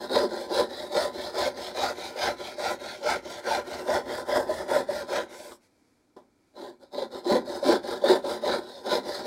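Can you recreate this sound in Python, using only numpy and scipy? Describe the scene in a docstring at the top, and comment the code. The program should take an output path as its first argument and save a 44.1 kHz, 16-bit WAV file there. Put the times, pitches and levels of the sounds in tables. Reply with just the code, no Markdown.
"""The end of a light return stroke, then loud rips: a thin hand saw cuts down the end of a small clamped board.
Loud cutting strokes alternate with lighter returns, close by in a workshop with quiet air and a short answer.
Each tooth is a blow that drives modes of bench and board; torn fibres are noise bursts that ring the blade.
Caught teeth make the board judder for a few cycles. The blade hisses as it is drawn out of the kerf,
is set down beside it with a tap, and starts a second kerf."""
import sys
import numpy as np
from scipy import signal
from scipy.fft import rfft, irfft, next_fast_len
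from scipy.io import wavfile
from scipy.ndimage import uniform_filter1d, map_coordinates

SR = 44100
rng = np.random.default_rng(int(sys.argv[2]) if len(sys.argv) > 2 else 0)


def put_to_file(sound):
    """Save the sound as 16-bit audio at rate SR, in the file named by the first command-line argument."""
    columns = np.atleast_2d(sound).T  # one column per channel
    safe = np.clip(columns, -1, 1)
    whole_steps = np.round(safe * 32767)
    wavfile.write(sys.argv[1], SR, whole_steps.astype(np.int16))


N = 408366


def amp(db):
    """Decibels to gain."""
    return 10 ** (np.asarray(db) / 20)


def unit(x):
    """x at rms 1."""
    return x / np.sqrt(np.mean(x ** 2) + 1e-20)


def noise():
    """White noise for the whole scene."""
    return rng.standard_normal(N)


def along(points, hz):
    """Interpolate (Hz, value) points on a log frequency axis."""
    point_hz, values = np.transpose(points)
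    return np.interp(np.log(hz + 1), np.log(point_hz + 1), values)


def curve(rows):
    """(s, value) rows as one value per sample."""
    return np.interp(np.arange(N) / SR, *np.transpose(rows))


def wobble(knots_per_s):
    """A smooth random curve."""
    return map_coordinates(rng.standard_normal(4096), [np.arange(N) * knots_per_s / SR], mode="wrap")


def filtered(x, response):
    """x times a response of frequency, padded against wrap-round."""
    size = next_fast_len(N + SR // 2)
    return irfft(rfft(x, size) * response(np.fft.rfftfreq(size, 1 / SR)), size)[:N]


def coloured(x, spectrum):
    """x filtered by a (Hz, dB) curve, at rms 1."""
    return unit(filtered(x, lambda hz: amp(along(spectrum, hz))))


def resonate(x, modes):
    """x ringing in (Hz, width Hz, dB) modes of alternating sign, at rms 1."""
    def response(hz):
        total = 0
        for k, (mode_hz, width_hz, db) in enumerate(modes):
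            damping = 1j * hz * width_hz
            total = total + (-1) ** k * amp(db) * damping / (mode_hz ** 2 - hz ** 2 + damping)
        return total
    return unit(filtered(x, response))


def shifting(x, patchy_db):
    """Patches of the spectrum of x swell and fade, as when a blade slides through its kerf."""
    z = signal.stft(x, nperseg=512)[2]
    field = uniform_filter1d(rng.standard_normal(z.shape), size=4, axis=0)
    field = uniform_filter1d(field, size=14, axis=1)
    return unit(signal.istft(z * amp(patchy_db * unit(field)), nperseg=512)[1][:N])


def half_sine(progress, skew=1):
    """0 at both ends of a move, 1 near its middle; a skew over 1 peaks late."""
    return np.abs(np.sin(np.pi * progress ** skew))


def swing(start_s, length_s):
    """Speed of one move of the arm, 0 to 1 and back as a half sine."""
    return half_sine(np.clip((np.arange(N) / SR - start_s) / length_s, 0, 1))


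# Spectrum of the air. Each row: frequency in Hz, relative level in dB.
SHOP_AIR = [(15, -48.5), (25, -12), (99, -6.5), (161, -10.5), (269, -2.5), (486, -11.5), (1040, -16),
            (1120, -33), (1280, -15.5), (2030, -28), (2260, -18.5), (2730, -31.5), (4450, -25),
            (10500, -32.5), (15800, -42.5)]


def shop_air():
    """Steady coloured noise, with a faint low drone and thin whine as narrow noise bands."""
    air = amp(-70.5) * coloured(noise(), SHOP_AIR)
    drone = amp(-72.0) * resonate(noise(), [(280, 59, 1), (2340, 80, -18.5)])
    return air + drone


# Decay of the workshop. Each row: frequency in Hz, t60 in seconds.
SHOP_DECAY = [(100, 0.62), (400, 0.19), (2000, 0.18), (10000, 0.09)]


def shop_answer(x):
    """The walls answer 5 ms late with a noise tail that dies sooner in the treble."""
    hz, t, z = signal.stft(rng.standard_normal(SR // 2), SR, nperseg=256)
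    decay = amp(-60 * t / along(SHOP_DECAY, hz)[:, None])
    tail = signal.istft(z * decay, SR, nperseg=256)[1]
    return signal.fftconvolve(np.pad(x, (SR // 200, 0)), tail / np.linalg.norm(tail))[:N]


# Hand and idle blade on the board. Each row: start in seconds, length in seconds, level at mid-move in dB.
BRUSHES = [(5.6, 0.087, -68), (5.54, 0.61, -75.5), (6.32, 0.34, -77.5)]


def brushing():
    """Faint rubbing noise while the saw is moved to its new line; it swells with each move."""
    rub = sum(amp(db) * swing(start_s, length_s) for start_s, length_s, db in BRUSHES)
    spectrum = [(150, -20.0), (500, 11), (1200, -3.0), (2300, 3.5), (2900, -7.0),
                (4500, 1), (6500, -3.5), (10000, -6.5), (15000, -20)]
    return rub * coloured(noise(), spectrum)


# Spectrum of loose dust and chips. Each row: frequency in Hz, relative level in dB.
DUST = [(3000, -49), (5200, -3), (6000, -4.5), (7000, -3), (8000, -2), (9100, -2), (10000, -5), (12000, -9),
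        (15500, -14.5)]
# Drawing the blade out of the first kerf. One row: start in seconds, length in seconds, level at mid-move in dB.
DRAW_OUT = (5.29, 0.2835, -55)


def drawing_out():
    """Airy hiss of the blade's flank sliding through loose dust."""
    start_s, length_s, db = DRAW_OUT
    hiss = coloured(shifting(noise(), patchy_db=3), DUST)
    return amp(db) * swing(start_s, length_s) ** .5 * hiss


# Low, then higher modes of the clamped board. Each row: frequency in Hz, width in Hz, relative level in dB.
THRUM = [(205, 53, -12), (252, 26.4, -0.5), (282.4, 28, -6.5), (327.5, 51.4, -2.5), (378, 49, 3),
         (414.3, 34.7, 0.5)]
BARK = [(467.8, 24.2, -4), (558.8, 28.6, 1), (598.8, 29.7, 0.5), (701, 41, -10.5), (757.7, 35, -5.5),
        (816, 43.7, -6.5), (886.5, 29.7, -8.5), (925.6, 18, -7.5), (1008, 35.7, -8.5)]
# Rasp of blade and kerf with the saw steep, level, or deep. 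Each row: frequency in Hz, relative level in dB.
STEEP = [(800, -30), (1170, -6.5), (1380, 0), (1850, -3), (2150, -9), (2650, -19), (3100, -11),
         (3550, -1.5), (4000, 2.5), (4500, -1.5), (5200, -5), (5650, -18.5), (6400, -19), (8000, -43)]
LEVEL = [(800, -28), (1180, -14), (1370, 3.5), (1620, -2.5), (1850, -6), (2100, -1), (2400, -5),
         (2700, -14), (3300, -7.5), (4100, -5), (5000, -11.5), (5700, -11), (6600, -14.5), (8500, -41.5)]
DEEP = [(800, -26.5), (1150, 0), (1400, 5.5), (1650, 5), (1950, 2.5), (2400, -17.5), (2700, -16.5),
        (3600, -5), (4100, -9), (5200, -6), (5700, -19.5), (6500, -27.5), (8400, -40)]
# The blade leaves the kerf, then is set down.
# Each row: start in seconds, level in dB, t60 in seconds, blade ping in dB over that level.
TAPS = [(5.518, -45.5, 0.081, 3.5), (6.164, -35.5, 0.194, -29.5)]


def taps():
    """The blade knocks lightly on the wood: decaying noise in modes of board and blade."""
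    out, t, source = np.zeros(N), np.arange(N) / SR, noise()
    knock = amp(-10) * resonate(source, BARK) + amp(-9.5) * resonate(source, THRUM)
    knock += amp(-25) * coloured(source, DEEP) + amp(-38.0) * coloured(source, DUST)
    ping = resonate(source, [(1052, 100, -2), (1248, 56, -4), (3400, 820, -18)])
    for start_s, db, t60_s, ping_db in TAPS:
        attack = np.clip((t - start_s) / .002, 0, 1)
        decay = amp(db - 60 * np.maximum(t - start_s, 0) / t60_s)
        out += decay * attack * (knock + amp(ping_db) * ping)
    return out


RELEASE_S = .024  # the sound lags behind the arm and dies away at each turn


def lagged(x):
    """x smoothed by a one-pole lag of the release time."""
    keep = np.exp(-1 / (RELEASE_S * SR))
    return signal.lfilter([1 - keep], [1, -keep], x)


def strokes(rows):
    """Progress 0-1 and strength (a gain) through all strokes in one direction."""
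    t, progress, strength = np.arange(N) / SR, np.zeros(N), np.zeros(N)
    for start_s, length_s, db in rows:
        now = slice(*np.searchsorted(t, [start_s, start_s + length_s]))
        progress[now] = (t[now] - start_s) / length_s
        strength[now] = amp(db)
    return progress, strength


# Cutting strokes, then returns. Each row: start in seconds, length in seconds, strength in dB.
CUTS = [(0.076, 0.18, -29.5), (0.466, 0.18, -31), (0.879, 0.21, -31.5), (1.309, 0.19, -31.5),
        (1.716, 0.21, -30.5), (2.126, 0.2, -31.5), (2.549, 0.2, -32), (2.994, 0.18, -32),
        (3.415, 0.19, -32.5), (3.831, 0.17, -32), (4.24, 0.19, -32), (4.649, 0.17, -32), (5.051, 0.18, -34),
        (6.525, 0.19, -47.5), (6.899, 0.16, -41.5), (7.223, 0.17, -32.5), (7.595, 0.17, -28.5),
        (7.998, 0.17, -29.5), (8.388, 0.21, -33.0), (8.828, 0.16, -30), (9.223, 0.18, -28.5)]
RETURNS = [(-0.099, 0.15, -34), (0.277, 0.19, -41.5), (0.673, 0.21, -42.5), (1.113, 0.2, -41.5),
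           (1.531, 0.19, -42), (1.937, 0.195, -43), (2.354, 0.19, -43.5), (2.783, 0.2, -42.5),
           (3.219, 0.19, -44.5), (3.638, 0.19, -42), (4.04, 0.19, -41.5), (4.449, 0.19, -40.5),
           (4.862, 0.172, -41), (5.259, 0.27, -50.5), (6.792, 0.056, -58), (7.096, 0.1, -46),
           (7.443, 0.15, -41), (7.813, 0.17, -41.5), (8.217, 0.16, -38.5), (8.584, 0.28, -52),
           (9.024, 0.2, -40)]
# Tooth rate at full blade speed. Each row: time in seconds, teeth per second.
PACE = [(.2, 547), (1, 686), (1.85, 820), (3.5, 792), (3.95, 700), (5.2, 680), (6.6, 442), (8.1, 511),
        (9.2, 624)]
# The hold. Each row: time in seconds, position (0 steep at the corner, 1 level, 2 deep in the kerf).
HOLD = [(.6, 0), (1.45, 0.27), (1.9, 0.64), (2.7, 0.74), (3.4, 1.105), (4.4, 2.036), (5.2, 1.3), (5.8, 0),
        (9.2, 0.15)]
# Voices of a cut, then of a return: bench thud, board thrum, board bark, low rasp, high rasp, dust hiss.
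# Each row: level in dB over stroke strength, dB per octave of tooth rate, power of stroke speed,
# skew (over 1 peaks late).
CUT_VOICES = [(-20.5, 5, 1.5, 1.25), (-3, -14.5, 1.22, 1.21), (3.5, -6, 1.14, 1.035), (1, 4, 1.16, 1.106),
              (-0.87, 1.5, 1.5, 0.92), (-14.5, 1.5, 1.1, 1.02)]
RETURN_VOICES = [(-18, 5, 0.2, 0.72), (0, -6, 0.45, .95), (3, -8, 0.56, .9), (-1, -5.5, 0.5, 0.94),
                 (1.26, 4, 0.63, 0.75), (-11.5, -0.5, 0.66, .9)]
# Gain of each voice in dB when the blade is deep in the kerf, in the same order.
DEEP_GAIN_DB = [5.5, 2.5, 4, -2.5, 0.5, 1.5]
USUAL_HZ, CRAWL_HZ = 613, 438  # tooth rates: reference, and the floor below which voice levels stay put
TURN_SPEED = .25  # share of the full tooth rate left at the ends of a stroke
OUTRUN_FROM = 0.76  # share of full pace above which voice levels follow the rate within a stroke


def saw_motion():
    """Blade speed, tooth rate and six voice gains, each growing with its own power of stroke speed."""
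    cut, back, pace = strokes(CUTS), strokes(RETURNS), curve(PACE)
    speed = lagged(half_sine(cut[0]) + half_sine(back[0]))
    rate = pace * (TURN_SPEED + (1 - TURN_SPEED) * speed)
    voiced_rate = np.maximum(np.maximum(rate, OUTRUN_FROM * pace), CRAWL_HZ)
    octaves = np.log2(voiced_rate / USUAL_HZ)
    depth = np.clip(curve(HOLD) - 1, 0, 1)
    gains = np.zeros((len(DEEP_GAIN_DB), N))
    for (progress, strength), voices in ((cut, CUT_VOICES), (back, RETURN_VOICES)):
        for k, (db, db_per_octave, power, skew) in enumerate(voices):
            swell = lagged(strength * half_sine(progress, skew) ** power)
            gains[k] += swell * amp(db + db_per_octave * octaves + DEEP_GAIN_DB[k] * depth)
    return speed, rate, gains


def teeth(rate, scatter, uneven_db):
    """One blow for each tooth that meets the wood, uneven in time and size."""
    passed = np.cumsum(rate) / SR
    chance = rng.standard_normal((int(passed[-1]), 2))
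    at = np.searchsorted(passed, np.arange(len(chance)) + scatter * chance[:, 0]).clip(0, N - 1)
    size = amp(uneven_db * chance[:, 1]) / np.sqrt(rate[at])
    return unit(np.bincount(at, size, N))


def tearing(blows, life_s, smooth):
    """Fibres tear in a short burst of noise behind each tooth, over even friction."""
    bursts = unit(signal.lfilter([1], [1, -np.exp(-1 / (life_s * SR))], blows))
    return unit((bursts + smooth) * noise())


# Hard catches of a tooth. Each row: start in seconds, peak in dB, judder in Hz.
CATCHES = [(.108, -21.5, 536), (.156, -14.5, 556), (.228, -18.5, 429), (.567, -17.5, 544),
           (0.592, -17.5, 480.7), (1.456, -19, 529), (1.82, -23, 788.4), (2.656, -22, 783.8),
           (3.087, -20.5, 851.6), (3.116, -22, 775), (3.508, -18.5, 887.4), (3.89, -16, 586.6),
           (4.356, -13.5, 599.6), (4.491, -19, 620.3), (4.76, -14, 562.2), (4.887, -18, 586.5),
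           (5.149, -25, 592.7), (6.978, -22.5, 568.3), (7.017, -21.5, 532.3), (7.262, -20.5, 352),
           (7.293, -16.5, 574.7), (7.315, -18.5, 237.5), (7.34, -18.5, 239), (7.351, -15, 512),
           (7.625, -19, 568.4), (7.656, -21, 280.3), (7.687, -12.5, 337.6), (7.722, -19.5, 543.5),
           (8.037, -9.5, 560.5), (8.097, -8, 380), (8.15, -16, 572), (8.239, -22.5, 551.8),
           (8.434, -21.5, 588.6)]
GRAB_S, GRAB_HZ = .03, 563  # grab after each turn: delay, judder pitch
GRAB_DB, RETURN_GRAB_DB = 1, 7  # grab peak over the strength of a cut, of a return
GRAB_DB_PER_OCTAVE = -13  # return grabs fade at a brisk pace
SNAG_DB = 8.5  # snag peak over a cut's strength
CATCH_SPREAD_DB, CATCH_SPREAD = 1.5, 0.064  # random spread of level, and of log pitch, in grabs and snags


def light_catches(rate):
    """Rows like CATCHES: a grab as each stroke starts, and a snag along each cut at the tooth rate."""
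    def sample(time_s):
        return int(np.clip(time_s * SR, 0, N - 1))

    def free(time_s):
        clear = all(abs(time_s - hard[0]) > .02 for hard in CATCHES)
        return 0 < time_s < N / SR and clear

    pace_db = GRAB_DB_PER_OCTAVE * np.log2(curve(PACE) / USUAL_HZ)
    rows = [(start_s + GRAB_S, db + GRAB_DB, GRAB_HZ) for start_s, _, db in CUTS]
    for start_s, _, db in RETURNS:
        rows.append((start_s + GRAB_S, db + RETURN_GRAB_DB + pace_db[sample(start_s)], GRAB_HZ))
    for start_s, length_s, db in CUTS:
        snag_s = start_s + length_s * rng.uniform(0.34, .8)
        rows.append((snag_s, db + SNAG_DB, rate[sample(snag_s)]))
    chance = rng.standard_normal((len(rows), 2))
    return [(s, db + CATCH_SPREAD_DB * a, hz * np.exp(CATCH_SPREAD * b))
            for (s, db, hz), (a, b) in zip(rows, chance) if free(s)]


def catches(rows, rise_s=0.0058, fall_s=0.0067, sag=0.037):
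    """The board judders against a caught tooth, sinking in pitch; also gives the strain 0-1."""
    judder, strain, t = np.zeros(N + SR), np.zeros(N + SR), np.arange(SR // 16) / SR
    swell = np.sin(np.pi / 2 * np.minimum(t / rise_s, 1)) ** 2 / (1 + np.exp((t - .016) / fall_s))
    for start_s, db, hz in rows:
        phase = 2 * np.pi * np.cumsum(hz * (1 + sag * (.5 - t / 0.023))) / SR
        cycles = np.sin(phase) + 0.025 * np.sin(2 * phase)
        now = slice(round(start_s * SR), round(start_s * SR) + len(t))
        judder[now] += amp(db) * swell * cycles
        strain[now] += swell
    return judder[:N], np.minimum(strain[:N], 1)


def grunt(rate, unsteady, rough_db):
    """The ragged note of the passing teeth, rising and sinking with the blade's speed."""
    phase = 2 * np.pi * np.cumsum(rate * np.exp(unsteady * wobble(420))) / SR
    return unit(amp(rough_db * wobble(230)) * (np.sin(phase) + 0.021 * np.sin(2 * phase)))


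def blade_ring(x, t60_s, changes_per_s=9):
    """Dense modes of the steel sheet as noise tails, crossfaded as the wood grips it at other places."""
    t = np.arange(SR // 8) / SR
    out = np.zeros(N)
    hop = SR // changes_per_s
    padded = np.pad(x, (hop, 2 * hop))
    for i in range(0, N + hop, hop):
        ring = rng.standard_normal(len(t)) * amp(-60 * t / t60_s)
        piece = padded[i:i + 2 * hop]
        rung = signal.fftconvolve(piece * np.hanning(len(piece)), ring)[max(hop - i, 0):]
        room = out[max(i - hop, 0):][:len(rung)]
        room += rung[:len(room)]  # a view: adds into out
    return unit(out)


RASP_SPLIT_HZ = 1980  # where the low rasp gives way to the high rasp


def blade_rasp(steel, low_gain, high_gain):
    """Scrape and ring of the steel, its colour blended by the hold, in two bands."""
    hold, blade = curve(HOLD), np.zeros(N)
    for k, spectrum in enumerate((STEEP, LEVEL, DEEP)):
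        blade += np.clip(1 - np.abs(hold - k), 0, 1) * coloured(steel, spectrum)
    coarse = filtered(blade, lambda hz: 1 / (1 + (hz / RASP_SPLIT_HZ) ** 8))
    return low_gain * coarse + high_gain * (blade - coarse)


# Spectrum of the bench thud. Each row: frequency in Hz, relative level in dB.
BENCH = [(20, -43.5), (45, -10), (60, -2), (82, 1.5), (110, -1.5), (135, -0.5), (160, -8), (185, -5),
         (260, -42)]
GRUNT_DB, GRUNT_DB_PER_OCTAVE = -6.5, 10  # note of the teeth over the bark; it stands out at a brisk pace


def sawing():
    """The teeth drive bench, board and blade; hard and soft grain makes the bite uneven."""
    speed, rate, (thud, thrum, bark, low_rasp, high_rasp, hiss) = saw_motion()
    blows = teeth(rate, scatter=.14, uneven_db=3.5)
    judder, strain = catches(list(CATCHES) + light_catches(rate))
    grain = 0.75 * wobble(105) + 1.1 * strain

    push = blows + 0.42 * tearing(blows, life_s=0.00075, smooth=0.8)
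    push = unit(amp(2.8 * grain) * push)
    low = thud * coloured(push, BENCH) + thrum * resonate(push, THRUM)
    grunt_db = GRUNT_DB + GRUNT_DB_PER_OCTAVE * np.log2(curve(PACE) / USUAL_HZ)
    note = amp(grunt_db) * speed ** 1.26 * grunt(rate, unsteady=.15, rough_db=4.5)
    high = bark * (resonate(push, BARK) + note)

    scrape = unit(amp(1.4 * grain) * tearing(blows, life_s=0.0014, smooth=1.0))
    steel = shifting(scrape + 0.52 * blade_ring(scrape, t60_s=0.028), patchy_db=1.88)
    rasp = blade_rasp(steel, low_rasp, high_rasp)

    chips = amp(1.7 * grain + 1.3 * wobble(40)) * tearing(blows, life_s=0.0016, smooth=3.5)
    dust = coloured(shifting(chips + 0.32 * steel, patchy_db=2.5), DUST)
    return low + high + judder + rasp + hiss * dust


def scene():
    """The saw and the workshop's answer to it, over the quiet air."""
    saw = sawing() + drawing_out() + taps() + brushing()
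    return (saw + amp(-11.0) * shop_answer(saw) + shop_air())[None]


TOP_HZ = 15780


def record(dry):
    """Nothing is kept above the band limit."""
    return filtered(dry[0], lambda hz: hz < TOP_HZ)[None]


dry = scene()
out = record(dry)
put_to_file(out)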